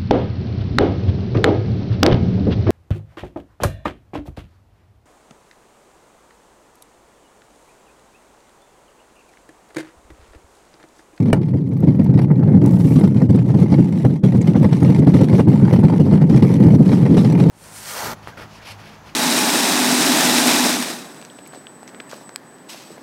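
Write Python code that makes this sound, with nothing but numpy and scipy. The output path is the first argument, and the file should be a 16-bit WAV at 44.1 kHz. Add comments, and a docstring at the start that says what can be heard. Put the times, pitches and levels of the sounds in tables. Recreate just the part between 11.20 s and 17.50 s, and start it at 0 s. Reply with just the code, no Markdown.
"""A deep, hollow rumble comes first, with rattling and a fine crackle: a bobsleigh on ice, heard from on board.
Noise shaped like the hull's tone makes the rumble; each bump thumps the hull, knocks the frame and shakes fittings.
A hard clack comes near the start, then ice chips tick and a hissing skid swells and fades.
Bursts of filtered noise make the slaps, grit, squeaks and ice dust; the rumble climbs slightly in pitch.
A limiter holds the loudest peaks."""
import sys
import numpy as np
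from scipy import signal
from scipy.fft import rfft, irfft
from scipy.io import wavfile
from scipy.ndimage import uniform_filter1d, minimum_filter1d

SR = 44100
rng = np.random.default_rng(int(sys.argv[2]) if len(sys.argv) > 2 else 0)


def materialize(psi):
    """Save the field psi as 16-bit PCM at rate SR to the path in sys.argv[1].

    A 1-D psi becomes a single channel; in a 2-D psi each row is a channel.
    """
    bounded = np.clip(np.atleast_2d(psi).T, -1, 1)
    quanta = np.round(bounded * 32767).astype(np.int16)
    wavfile.write(sys.argv[1], SR, quanta)


N = 277830
T = np.arange(N) / SR  # time of each sample, s

# All table levels are relative: the layer that plays a table may add its own gain.


def amp(db):
    """Turns decibels into a gain."""
    return 10 ** (np.asarray(db) / 20)


def unit(x):
    """Scales a signal to rms 1."""
    return x / np.sqrt(np.mean(x ** 2) + 1e-20)


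def colour(x, spectrum, peaks=(), ripple_db=0):
    """Filters a sound with a spectrum, resonant peaks and a random ripple of lesser modes; the result has rms 1."""
    hz = abs(np.fft.fftfreq(8192, 1 / SR))
    table_hz, table_db = np.transpose(spectrum)
    db = np.interp(np.log(hz + 1), np.log(table_hz), table_db)
    for centre, width, height in peaks:
        db = db + height / (1 + (2 * (hz - centre) / width) ** 2)
    modes_hz = np.linspace(0, np.sqrt(SR / 2), 130) ** 2
    db = db + ripple_db * np.interp(hz, modes_hz, rng.uniform(-1.46, 1, len(modes_hz)))
    # minimum phase: the filter answers only after it is struck
    response = np.fft.ifft(np.exp(np.conj(signal.hilbert(np.log(amp(db)))))).real
    return unit(signal.oaconvolve(x, response[:len(hz) // 2])[:N])


def wander(rate_hz):
    """Smooth random motion of rms 1; changes faster than about the given rate are faded out."""
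    hz = np.fft.rfftfreq(N, 1 / SR)
    smooth = rfft(rng.standard_normal(N)) * np.exp(-(hz / rate_hz) ** 2)
    return unit(irfft(smooth, N))


def grains(per_s, spread_db):
    """Tiny contacts of random size at random moments, together of rms 1."""
    size = amp(spread_db * np.minimum(rng.exponential(1, N), 4))
    happens = rng.random(N) < per_s / SR
    return unit(size * rng.choice([-1, 1], N) * happens)


def steady(x, seconds):
    """Evens out the strength of a vibration, so that the force applied to it sets its level."""
    window = signal.windows.hann(int(seconds * SR) + 2)
    power = signal.oaconvolve(x ** 2, window / window.sum(), "same")
    return x / np.sqrt(power + 1e-4)


def shifting(x, spectrum, peaks, ripple_db, count):
    """The contact hops from spot to spot; each spot rings with its own modes. Keeps the overall rms."""
    hops = np.cumsum(rng.random(N) < 55 / SR)  # about 55 hops per second
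    spot = rng.integers(0, count, N)[hops]
    total = np.zeros(N)
    for k in range(count):
        part = x * (spot == k)
        total += colour(part, spectrum, peaks, ripple_db) * np.std(part)
    return np.std(x) * unit(total)


def strikes(rows, fall_s):
    """Strength of a row of blows: each starts at once and dies away exponentially."""
    hits = np.zeros(N)
    for s, db in rows:
        hits[round(s * SR)] += amp(db)
    return signal.lfilter([1], [1, -np.exp(-1 / (fall_s * SR))], hits)


def cushioned(force):
    """Rounds the edges of a force over about a millisecond, the time that a contact takes."""
    return uniform_filter1d(uniform_filter1d(force, size=30), size=20)


# the ride between bumps: t/s, load on the runners level/dB, rattle level/dB
RIDE = [(0.0, -27, -47), (0.37, -36.5, -59), (0.59, -33, -56), (0.82, -32.5, -54), (1.28, -26, -57.5),
        (1.65, -29, -46), (2.14, -33, -52), (2.53, -30.5, -48), (2.9, -34.5, -48.5), (3.14, -30.5, -45),
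        (3.26, -30, -46), (3.47, -33.5, -43.5), (3.91, -27.5, -42), (4.4, -28.5, -44.5),
        (4.561, -30, -45.5), (5.0, -27, -47), (5.28, -27.5, -42.5), (6.3, -28.5, -45)]


def riding(column, db, follow, rise_db_per_s):
    """Gain of a layer between bumps: it follows a column of the ride by its own share, plus a steady drift."""
    ride = np.array(RIDE)
    ride_db = np.interp(T, ride[:, 0], ride[:, column])
    return amp(db + follow * (ride_db - ride_db.mean()) + rise_db_per_s * T)


# the runners go light, then press again: start t/s, end t/s, deepest level/dB (above 0 has no effect)
LIGHT_MOMENTS = [(0.108, 0.126, -12), (0.18, 0.214, -5), (0.482, 0.51, -4), (0.982, 0.989, -4),
                 (0.998, 1.015, -7), (1.052, 1.098, -5), (1.885, 1.945, -2), (2.05, 2.09, -7),
                 (2.205, 2.265, -3), (2.47, 2.498, -6), (2.958, 3.034, -21), (3.165, 3.209, -11),
                 (3.225, 3.268, -2), (3.325, 3.354, -4.5), (3.57, 3.622, -2), (3.82, 3.867, -17.5),
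                 (3.895, 3.934, -6), (4.055, 4.097, -1.5), (4.21, 4.273, -9), (4.57, 4.62, -1),
                 (4.87, 4.91, 0.5), (4.965, 5.012, -5.5), (5.04, 5.096, -7.5), (5.2, 5.221, -11),
                 (5.36, 5.4, -4), (5.565, 5.62, -8.5), (5.82, 5.849, 1)]
# just before every bump or slap the sled hops and the load eases: length in s, deepest dB
HOP_S, HOP_DB = 0.015, -1.5


def contact():
    """Share of the rolling load that reaches the sled: it ebbs through each light moment or hop and returns at once."""
    hops = [(row[0] - HOP_S, row[0], HOP_DB) for row in list(BIG_BUMPS) + list(FITTING_SLAPS)]
    db = np.zeros(N)
    for start, end, depth in list(LIGHT_MOMENTS) + hops:
        near = slice(*np.searchsorted(T, [start, end]))
        ebb = depth * ((T[near] - start) / (end - start)) ** .5
        db[near] = np.minimum(db[near], ebb)
    return amp(uniform_filter1d(db, size=100))


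# the big bumps in the ice: t/s, frame knock level/dB, hull thump level/dB, rattle level/dB
BIG_BUMPS = [(0.339, -19.5, -9, -54), (0.513, -28, -18.5, -57), (0.632, -16, -8, -46.5),
             (0.677, -13.5, -5.5, -47.5), (0.793, -16, -7, -52), (0.892, -16.5, -6, -62),
             (0.949, -23, -9, -46.5), (0.986, -20, -12, -43), (1.028, -26, -13.5, -47),
             (1.106, -12, -10.5, -55.5), (1.259, -24, -13, -55.5), (1.345, -11, -1.5, -45),
             (1.418, -26, -11.5, -49), (1.468, -17, -10.5, -45.5), (1.533, -18, -9.5, -45),
             (1.6, -20, -10.5, -41.5), (1.65, -31, -9, -45.5), (1.708, -18, -12, -50),
             (1.761, -12, -1.5, -28.5), (1.837, -14, -6, -33), (1.959, -18, -11, -40.5),
             (2.018, -9.5, -4, -39), (2.094, -21, -5.5, -45), (2.145, -15, -7, -39.5),
             (2.191, -34, -13, -45), (2.298, -17.5, -11.5, -46.5), (2.344, -13, -5.5, -39.5),
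             (2.386, -16, -14.5, -38.5), (2.418, -16, -6, -37.5), (2.521, -14.5, -5, -32.5),
             (2.586, -11, -3.5, -37.5), (2.85, -5.5, -4.5, -35.5), (2.901, -31, -16, -49.5),
             (3.038, -13.5, -5, -31), (3.146, -16.5, -8.5, -39.5), (3.184, -28, -10, -54),
             (3.273, -14, -7, -33), (3.355, -5, -4.5, -35), (3.409, -23, -8.5, -43),
             (3.446, -8, -5.5, -37.5), (3.527, -11.5, -7, -34), (3.625, -12, -8, -42),
             (3.655, -27, -9.5, -38), (3.687, -15, -5.5, -47), (3.785, -19, -6, -44),
             (3.827, -14, -10.5, -46.5), (3.87, -10, -6, -32.5), (3.941, -11.5, -6.5, -32),
             (4.012, -5, -2, -30), (4.132, -11.5, -4.5, -39.5), (4.192, -2, -8.5, -34),
             (4.277, -14.5, -7.5, -59.5), (4.337, -15, -11.5, -40.5), (4.425, -15, -6, -47),
             (4.529, -7.5, -5, -31.5), (4.587, -29, -8.5, -54.5), (4.636, -6.5, -2, -32.5),
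             (4.73, -10.5, -9, -43.5), (4.799, -9, -6.5, -34), (4.857, -32, -14, -44.5),
             (4.927, -3.5, -2, -31), (5.014, -17, -10, -38), (5.096, -18.5, -11, -37.5),
             (5.145, -13, -2.5, -35), (5.227, -10.5, -7, -32), (5.301, -10, -13.5, -40),
             (5.402, -16, -5.5, -38.5), (5.454, -9.5, -2, -38.5), (5.506, -16, -8.5, -52.5),
             (5.534, -15, -4.5, -41.5), (5.597, -26, -3.5, -42), (5.661, -17, -7.5, -39.5),
             (5.728, -10, -9.5, -30), (5.824, -21, -10, -39), (5.908, -33, -6.5, -41.5),
             (5.973, -4.5, -5.5, -25), (6.051, -22, -12, -39), (6.149, -12, -13.5, -50),
             (6.2, -15, -9, -29.5), (6.261, -14, -10, -38)]


def jolts(column, rise_s, fall_s, lag_s):
    """Load from the bumps: it swells as a runner climbs each one and dies away after."""
    power = np.zeros(N)
    for row in BIG_BUMPS:
        near = slice(*np.searchsorted(T, [row[0] - .1, row[0] + .2]))
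        t = T[near] - row[0] - lag_s
        shape = np.where(t < 0, np.exp(-(t / rise_s) ** 2), np.exp(-abs(t) / fall_s))
        power[near] += (amp(row[column]) * shape) ** 2
    return np.sqrt(power)


# the rumble climbs with speed: t/s, factor on its pitch
SPEED_CURVE = [(0, 0.93), (1.4, 0.94), (3.3, 0.98), (6.3, 0.99)]
# tone of the hollow hull: f/Hz, level/dB
HULL_TONE = [(20, -47.5), (55, -50), (72, -37), (95, -10.5), (122, 0), (160, 3), (210, 0.5), (243, -6),
             (285, -5.5), (350, -13), (480, -23), (700, -34.5), (1500, -77.5)]


def boom(even_s):
    """Hull vibration from rough ice, which passes faster and booms higher as the sled speeds up."""
    travel = np.cumsum(np.interp(T, *np.transpose(SPEED_CURVE)))
    rough_ice = colour(rng.standard_normal(N), HULL_TONE)
    return steady(np.interp(travel % N, np.arange(N), rough_ice), even_s)


# the hull's main swing after a bump: pitch in Hz, rms drift in octaves, strength against the boom in dB
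SWING_HZ, SWING_DRIFT, SWING_DB = 154.9, 0.26, -4


def hull(small_bumps, bump_db=2.0):
    """The hollow shell booms under the rolling load and swings a few cycles after each bump."""
    load = riding(1, db=-13, follow=0.76, rise_db_per_s=-0.06) * small_bumps * contact() ** 0.48
    rumble = boom(even_s=0.048) * load
    swing_hz = SWING_HZ * 2 ** (SWING_DRIFT * wander(rate_hz=13.94))
    swing = unit(np.sin(2 * np.pi * np.cumsum(swing_hz) / SR))
    vibration = steady(boom(even_s=0.035) + amp(SWING_DB) * swing, seconds=0.047)
    thumps = vibration * jolts(2, rise_s=0.011, fall_s=0.02, lag_s=0.0092)
    return rumble + amp(bump_db) * thumps


# tone of the frame: f/Hz, level/dB
FRAME_TONE = [(100, -42), (280, 6), (400, 3), (520, 2.5), (660, -11.5), (850, -4), (1050, -16),
              (1450, -22.5), (2100, -25), (4000, -71.5)]


def frame(ruts, bump_db=-7.5, slap_db=3):
    """Rough ice, bumps and slapping parts drum on the frame."""
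    rolling = riding(1, db=-34.5, follow=1.57, rise_db_per_s=0.63) * contact() * ruts
    bumps = amp(bump_db) * jolts(1, rise_s=0.013, fall_s=0.007, lag_s=0.0076)
    slaps = amp(slap_db) * strikes(FITTING_SLAPS, fall_s=0.0082)
    force = np.sqrt(rolling ** 2 + bumps ** 2 + slaps ** 2)
    drumming = shifting(grains(per_s=1500, spread_db=1.5), FRAME_TONE, (), ripple_db=4.0, count=10)
    return steady(drumming, seconds=0.022) * cushioned(force)


def judder(per_s, fall_s, spread_db, rest):
    """Small ruts load the runners at once and let go gradually, over a resting load."""
    ruts = amp(spread_db * rng.standard_normal(N)) * (rng.random(N) < per_s / SR)
    power = signal.lfilter([1], [1, -np.exp(-2 / (fall_s * SR))], ruts ** 2)
    power = power / (uniform_filter1d(power, size=6000) + .2 * power.mean())
    return unit(np.sqrt(abs(power) + rest ** 2))


def shaking(ruts, bump_db=-2):
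    """Force on the loose parts: ruts and bumps, broken into fast chatter."""
    rolling = riding(2, db=-53.0, follow=1.2, rise_db_per_s=0.0) * contact() * ruts
    bumps = amp(bump_db) * jolts(3, rise_s=0.0057, fall_s=0.017, lag_s=0.0031)
    return np.hypot(rolling, bumps) * judder(per_s=760, fall_s=0.012, spread_db=3.0, rest=0.38)


# tone of the rattling fittings: f/Hz, level/dB
FITTINGS_TONE = [(300, -28.5), (900, 2), (1250, 4), (1600, -4), (2150, -7.5), (2700, 0), (3300, -5),
                 (4500, -7), (5900, -11.5), (6700, -21), (9500, -16.5), (16000, -49)]
# narrow resonances of the runners: f/Hz, width/Hz, level/dB
RUNNER_RINGS = [(1920, 480, 2), (3930, 170, 2.5), (4400, 160, 2), (5840, 61, 10)]


def fittings(force):
    """Loose parts chatter against the shell and set the runners ringing."""
    chatter = grains(per_s=9000, spread_db=0.5) * force
    return shifting(chatter, FITTINGS_TONE, RUNNER_RINGS, ripple_db=7.0, count=14)


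def crackles(per_s=230, spread_db=3.0):
    """Small ridges of ice snap at random moments, harder as the sled speeds up: rows of t/s, level/dB."""
    gain = riding(2, db=-44.5, follow=0.87, rise_db_per_s=0.47) * contact()
    snaps = np.flatnonzero(rng.random(N) < per_s / SR)
    sizes_db = spread_db * np.clip(rng.standard_normal(N), -2, 2)
    return [(T[i], 20 * np.log10(gain[i]) + sizes_db[i]) for i in snaps]


# tone of ice snapping under the runners: f/Hz, level/dB
CRACKLE_TONE = [(400, -9.5), (900, 11), (1450, -9.5), (2100, 0.5), (3300, -9.5), (4500, -11), (6000, -13.5),
                (7000, -16.5), (10000, -16.5), (16000, -33)]


def scrape(fall_s=0.0019):
    """The snapping ice makes a dense, sharp crackle whose colour keeps shifting."""
    snaps = rng.standard_normal(N) * strikes(crackles(), fall_s)
    return shifting(snaps, CRACKLE_TONE, RUNNER_RINGS, ripple_db=5.0, count=12)


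# tone of the ice dust: f/Hz, level/dB
DUST_TONE = [(500, -35), (2000, -16), (5000, -5), (6500, 4.5), (7800, 3.5), (9400, -2), (11500, -0.5),
             (14000, -4.5), (16000, -17.5)]
EARLY_DUST_DB = -17.5  # dust is fainter before the skid


def spray(force, follow=0.67):
    """Ice dust spurts from the runners whenever the shaking force rises above its local average."""
    surges = (force / np.sqrt(uniform_filter1d(force ** 2, size=13000))) ** follow
    early = amp(np.interp(T, [SKID_START_S, SKID_END_S], [EARLY_DUST_DB, 0]))
    thrown = riding(2, db=-60.5, follow=0.5, rise_db_per_s=0.65) * early
    dust = grains(per_s=8600, spread_db=5.0) * thrown * surges * np.sqrt(contact())
    return shifting(dust, DUST_TONE, (), ripple_db=13.0, count=16)


# slaps of loose fittings on the shell: t/s, peak level/dB
FITTING_SLAPS = [(0.058, -27.5), (0.083, -30.5), (0.1, -30), (0.166, -33), (0.216, -32), (0.231, -32),
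                 (0.284, -33), (0.371, -33), (0.383, -38), (0.423, -43.5), (0.472, -39.5), (0.52, -40),
                 (0.566, -36), (0.636, -31), (0.671, -31.5), (0.686, -27), (0.705, -34.5), (0.748, -35.5),
                 (0.795, -26.5), (0.813, -35.5), (0.863, -32), (0.896, -37.5), (0.941, -28), (0.976, -23),
                 (0.99, -19.5), (1.016, -28), (1.044, -28.5), (1.156, -35.5), (1.194, -31.5),
                 (1.234, -30.5), (1.275, -35.5), (1.318, -35.5), (1.415, -24.5), (1.49, -30.5),
                 (1.761, -42), (1.789, -24), (1.81, -20.5), (1.836, -26), (1.874, -26.5), (1.969, -30),
                 (2.1, -22.5), (2.128, -30), (2.176, -29.5), (2.188, -27.5), (2.303, -30.5), (2.344, -30.5),
                 (2.399, -34), (2.431, -29), (2.46, -31), (2.5, -30), (2.522, -29.5), (2.54, -20),
                 (2.643, -30.5), (2.724, -31.5), (2.756, -35), (2.803, -29.5), (2.958, -32), (3.039, -25),
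                 (3.122, -24.5), (3.212, -26), (3.274, -25), (3.332, -37.5), (3.358, -29), (3.43, -23.5),
                 (3.444, -20.5), (3.488, -32.5), (3.527, -23.5), (3.563, -33.5), (3.648, -21),
                 (3.663, -32.5), (3.703, -25), (3.721, -27), (3.747, -22), (3.761, -26), (3.79, -32),
                 (3.847, -32.5), (3.937, -27.5), (3.955, -27), (3.991, -22.5), (4.096, -23.5), (4.128, -26),
                 (4.148, -22), (4.328, -32), (4.375, -28), (4.451, -21), (4.48, -27), (4.51, -23),
                 (4.561, -21), (4.591, -22.5), (4.651, -21), (4.683, -22), (4.698, -21), (4.724, -27.5),
                 (4.739, -28.5), (4.912, -26), (4.952, -29.5), (4.974, -28), (5.017, -22.5), (5.066, -39.5),
                 (5.097, -32.5), (5.175, -23), (5.191, -28), (5.224, -19), (5.337, -27.5), (5.403, -32.5),
                 (5.428, -26), (5.464, -23.5), (5.484, -30), (5.504, -25), (5.549, -24), (5.625, -27.5),
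                 (5.691, -21), (5.717, -20), (5.853, -24), (5.862, -22.5), (5.925, -33), (5.943, -23),
                 (6.016, -29), (6.047, -16.5), (6.099, -26.5), (6.123, -22), (6.15, -23), (6.177, -25.5),
                 (6.201, -20.5)]
# tone of a slapping fitting: f/Hz, level/dB
CLATTER_TONE = [(400, 6), (900, 6.5), (1450, -19), (2100, 3), (2700, -8), (3200, -8), (3700, -12),
                (4400, -9.5), (5100, -13.5), (5900, -21.5), (6800, -27.5), (9500, -21.5), (16000, -46)]


def clatter(slap_db=-5):
    """Each slap of a loose fitting is a short, ringing tick."""
    taps = rng.standard_normal(N) * strikes(FITTING_SLAPS, fall_s=0.0061)
    return amp(slap_db) * shifting(taps, CLATTER_TONE, RUNNER_RINGS, ripple_db=6.5, count=10)


# hard blows of metal on the frame: t/s, level/dB
HARD_BLOWS = [(0.127, -25), (0.1298, -6), (0.1432, -26), (2.849, -20), (5.977, -12)]
# tone of the crack: f/Hz, level/dB
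CRACK_TONE = [(150, 5), (400, 12.5), (750, 7), (1300, 10.5), (2500, -3), (3300, -9.5), (4200, -0.5),
              (6000, -7.5), (9000, -11.5), (12000, -14.5), (16000, -17)]
# resonances of the struck steel: f/Hz, width/Hz, level/dB
STEEL_RINGS = [(457, 380, 10), (626, 190, 14.5), (900, 70, 12), (1240, 130, -1), (1380, 100, 11),
               (1800, 100, 12), (2320, 120, 13), (2877, 200, 22), (8800, 600, 14)]
# the body rings under a hard blow: f/Hz, level/dB, decay/s
BODY_RINGS = [(136.4, 1.5, 0.019), (291, -10.5, 0.014), (518, -18, 0.0067), (660, -5, 0.0045)]
AFTER_RING = 0.025  # the steel keeps a short after-ring, as a share of the blow


def clacks(crack_db=0.5, body_db=-20):
    """Metal meets metal: a dense crack in the steel that dies quickly, over a woody knock and a thud."""
    # two decays subtracted: the blow rises fast, then falls
    blow = 1.5 * (strikes(HARD_BLOWS, fall_s=0.0036) - strikes(HARD_BLOWS, fall_s=0.0009))
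    force = np.hypot(blow, AFTER_RING * strikes(HARD_BLOWS, fall_s=0.023))
    steel = steady(colour(rng.standard_normal(N), CRACK_TONE, STEEL_RINGS), seconds=0.0047)
    crack = steel * cushioned(force)
    thud = steady(colour(rng.standard_normal(N), FRAME_TONE), seconds=0.0052)
    thud = thud * cushioned(strikes(HARD_BLOWS, fall_s=0.048))
    t = T[:SR // 4]
    ring = sum(amp(db) * np.exp(-t / fall_s) * np.sin(2 * np.pi * hz * t) for hz, db, fall_s in BODY_RINGS)
    hits = np.zeros(N)
    for s, db in HARD_BLOWS:
        hits[round(s * SR)] = amp(db)
    knock = signal.oaconvolve(hits, ring)[:N]
    return amp(crack_db) * crack + amp(body_db) * thud + knock


# spurts of gritty ice from a runner edge: t/s, level/dB
GRIT_SPURTS = [(0.291, -52), (1.016, -43.5), (1.876, -44), (2.032, -46), (2.104, -44), (2.157, -41),
               (2.4, -39), (2.427, -41), (2.602, -46), (2.643, -43.5), (2.724, -43), (2.785, -43),
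               (3.171, -45), (3.429, -38), (3.602, -40), (3.631, -39), (3.746, -38), (3.791, -39),
               (3.846, -47), (3.879, -49), (3.953, -41), (4.013, -32), (4.371, -50), (4.535, -34),
               (5.098, -48), (5.176, -40), (5.339, -36.5), (5.437, -54), (5.625, -47), (6.124, -37.5)]
# tone of the grit: f/Hz, level/dB
GRIT_TONE = [(1000, -13.5), (3000, 2), (5500, 1.5), (7000, -1), (9500, 0), (12000, -6.5), (14000, -12),
             (16000, -20)]


def spurts(fall_s=0.0047):
    """A runner edge chips the ice and throws a short, bright burst of grit."""
    burst = grains(per_s=4100, spread_db=3.5) * cushioned(strikes(GRIT_SPURTS, fall_s))
    return shifting(burst, GRIT_TONE, (), ripple_db=14.0, count=8)


# ice chips ticking on the shell: t/s, peak level/dB
ICE_CHIPS = [(0.491, -36), (0.536, -33), (0.575, -32), (0.605, -30), (0.759, -36), (0.844, -25),
             (0.997, -36), (1.031, -31), (1.118, -32), (1.426, -36), (1.44, -26), (1.478, -28),
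             (1.493, -28), (1.523, -27), (1.54, -32), (1.567, -34), (1.587, -33), (1.954, -34)]


def chips(tick_db=-9):
    """Thin, bright ticks of flying ice: very short noise bursts with the lows removed."""
    ticks = cushioned(strikes(ICE_CHIPS, fall_s=0.0012)) * rng.standard_normal(N)
    treble = signal.butter(2, 5000, "high", fs=SR, output="sos")
    return amp(tick_db) * signal.sosfilt(treble, ticks)


# the runners slide sideways once: times in s, starting level and swell of the hiss
SKID_START_S, SKID_END_S, SKID_ATTACK_S, SKID_RELEASE_S = 1.45, 1.7, 0.0102, 0.15
SKID_DB, SKID_SWELL_DB_PER_S = -55, 31
# tone of the shaved ice: f/Hz, level/dB
SHAVING_TONE = [(500, -8), (2000, -4), (5000, 1.5), (9000, 3), (13000, 0.5), (16000, -6)]


def skid(catch_db=8.5):
    """Sliding runners shave the ice: they catch in fits at first, then swell to an even hiss and let go."""
    catching_db = np.interp(T, [SKID_START_S, SKID_END_S], [catch_db, 0])
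    shavings = grains(per_s=7000, spread_db=4.0) * amp(catching_db * wander(rate_hz=92))
    bite = np.clip((T - SKID_START_S) / SKID_ATTACK_S, 0, 1)
    swell = amp(SKID_DB + SKID_SWELL_DB_PER_S * (np.minimum(T, SKID_END_S) - SKID_START_S))
    release = np.exp(-(np.maximum(T - SKID_END_S, 0) / SKID_RELEASE_S) ** 2)
    hiss = shifting(shavings, SHAVING_TONE, (), ripple_db=4, count=6)
    return hiss * bite * swell * release


# a runner edge grinds or squeaks: middle t/s, length/s, f/Hz, level/dB
EDGE_RASPS = [(1.799, 0.013, 9550, -39.5), (3.218, 0.0085, 7050, -39), (4.47, 0.14, 1440, -44),
              (4.537, 0.05, 11300, -51), (4.603, 0.014, 9900, -47), (5.364, 0.25, 2070, -44)]


def rasps(width=0.14, flutter_db=5.0):
    """Here and there a runner edge grinds or squeaks on the ice: one narrow resonance swells and fades."""
    out = np.zeros(N)
    friction = rng.standard_normal(N) * amp(flutter_db * wander(rate_hz=72))
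    for s, length, hz, db in EDGE_RASPS:
        edges = [hz / (1 + width), min(hz * (1 + width), .45 * SR)]
        band = signal.butter(2, edges, "band", fs=SR, output="sos")
        swell = np.exp(-(2 * (T - s) / length) ** 2)
        out += amp(db) * swell * unit(signal.sosfilt(band, friction))
    return out


# plumes of ice dust: middle t/s, length/s, level/dB
DUST_PLUMES = [(3.974, 0.11, -46.5), (4.17, 0.072, -44), (5.146, 0.097, -50), (5.31, 0.11, -49),
               (5.73, 0.14, -44), (6.014, 0.18, -43), (6.242, .12, -53)]
# tone of a plume: f/Hz, level/dB
PLUME_TONE = [(1000, 8), (3000, 5), (5500, 6.5), (7500, -2), (10000, 0), (13000, -6), (16000, -14)]


def plumes():
    """Now and then the runners throw up longer plumes of ice dust, a smooth, bright hiss."""
    level = sum(amp(db) * np.exp(-(2 * (T - s) / length) ** 2) for s, length, db in DUST_PLUMES)
    return level * colour(grains(per_s=21000, spread_db=-2.0), PLUME_TONE, ripple_db=-2)


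def scene():
    """Shared small bumps and ruts shake hull, frame, fittings and spray; one microphone rides on the sled."""
    small_bumps = unit(amp(1.66 * np.tanh(wander(rate_hz=26))))
    ruts = small_bumps * judder(per_s=61, fall_s=0.0067, spread_db=4.0, rest=0.8)
    force = shaking(ruts)
    ride = hull(small_bumps) + frame(ruts) + fittings(force) + scrape() + spray(force)
    knocks = clatter() + clacks()
    ice = spurts() + chips() + skid() + rasps() + plumes()
    return (ride + knocks + ice)[None]


EDGE_HZ = 15700  # upper limit of the sound


def record(dry):
    """A fast limiter holds the peaks under full scale; then a filter removes the highest treble."""
    ceiling = .97
    headroom = np.minimum(1, ceiling / (abs(dry[0]) + 1e-9))
    gain = minimum_filter1d(headroom, size=220)
    gain = uniform_filter1d(uniform_filter1d(gain, size=120), size=60)
    lowpass = signal.firwin(511, EDGE_HZ, window=("kaiser", 9), fs=SR)[None]
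    return signal.oaconvolve(dry * gain, lowpass, "same")


dry = scene()
out = record(dry)
materialize(out)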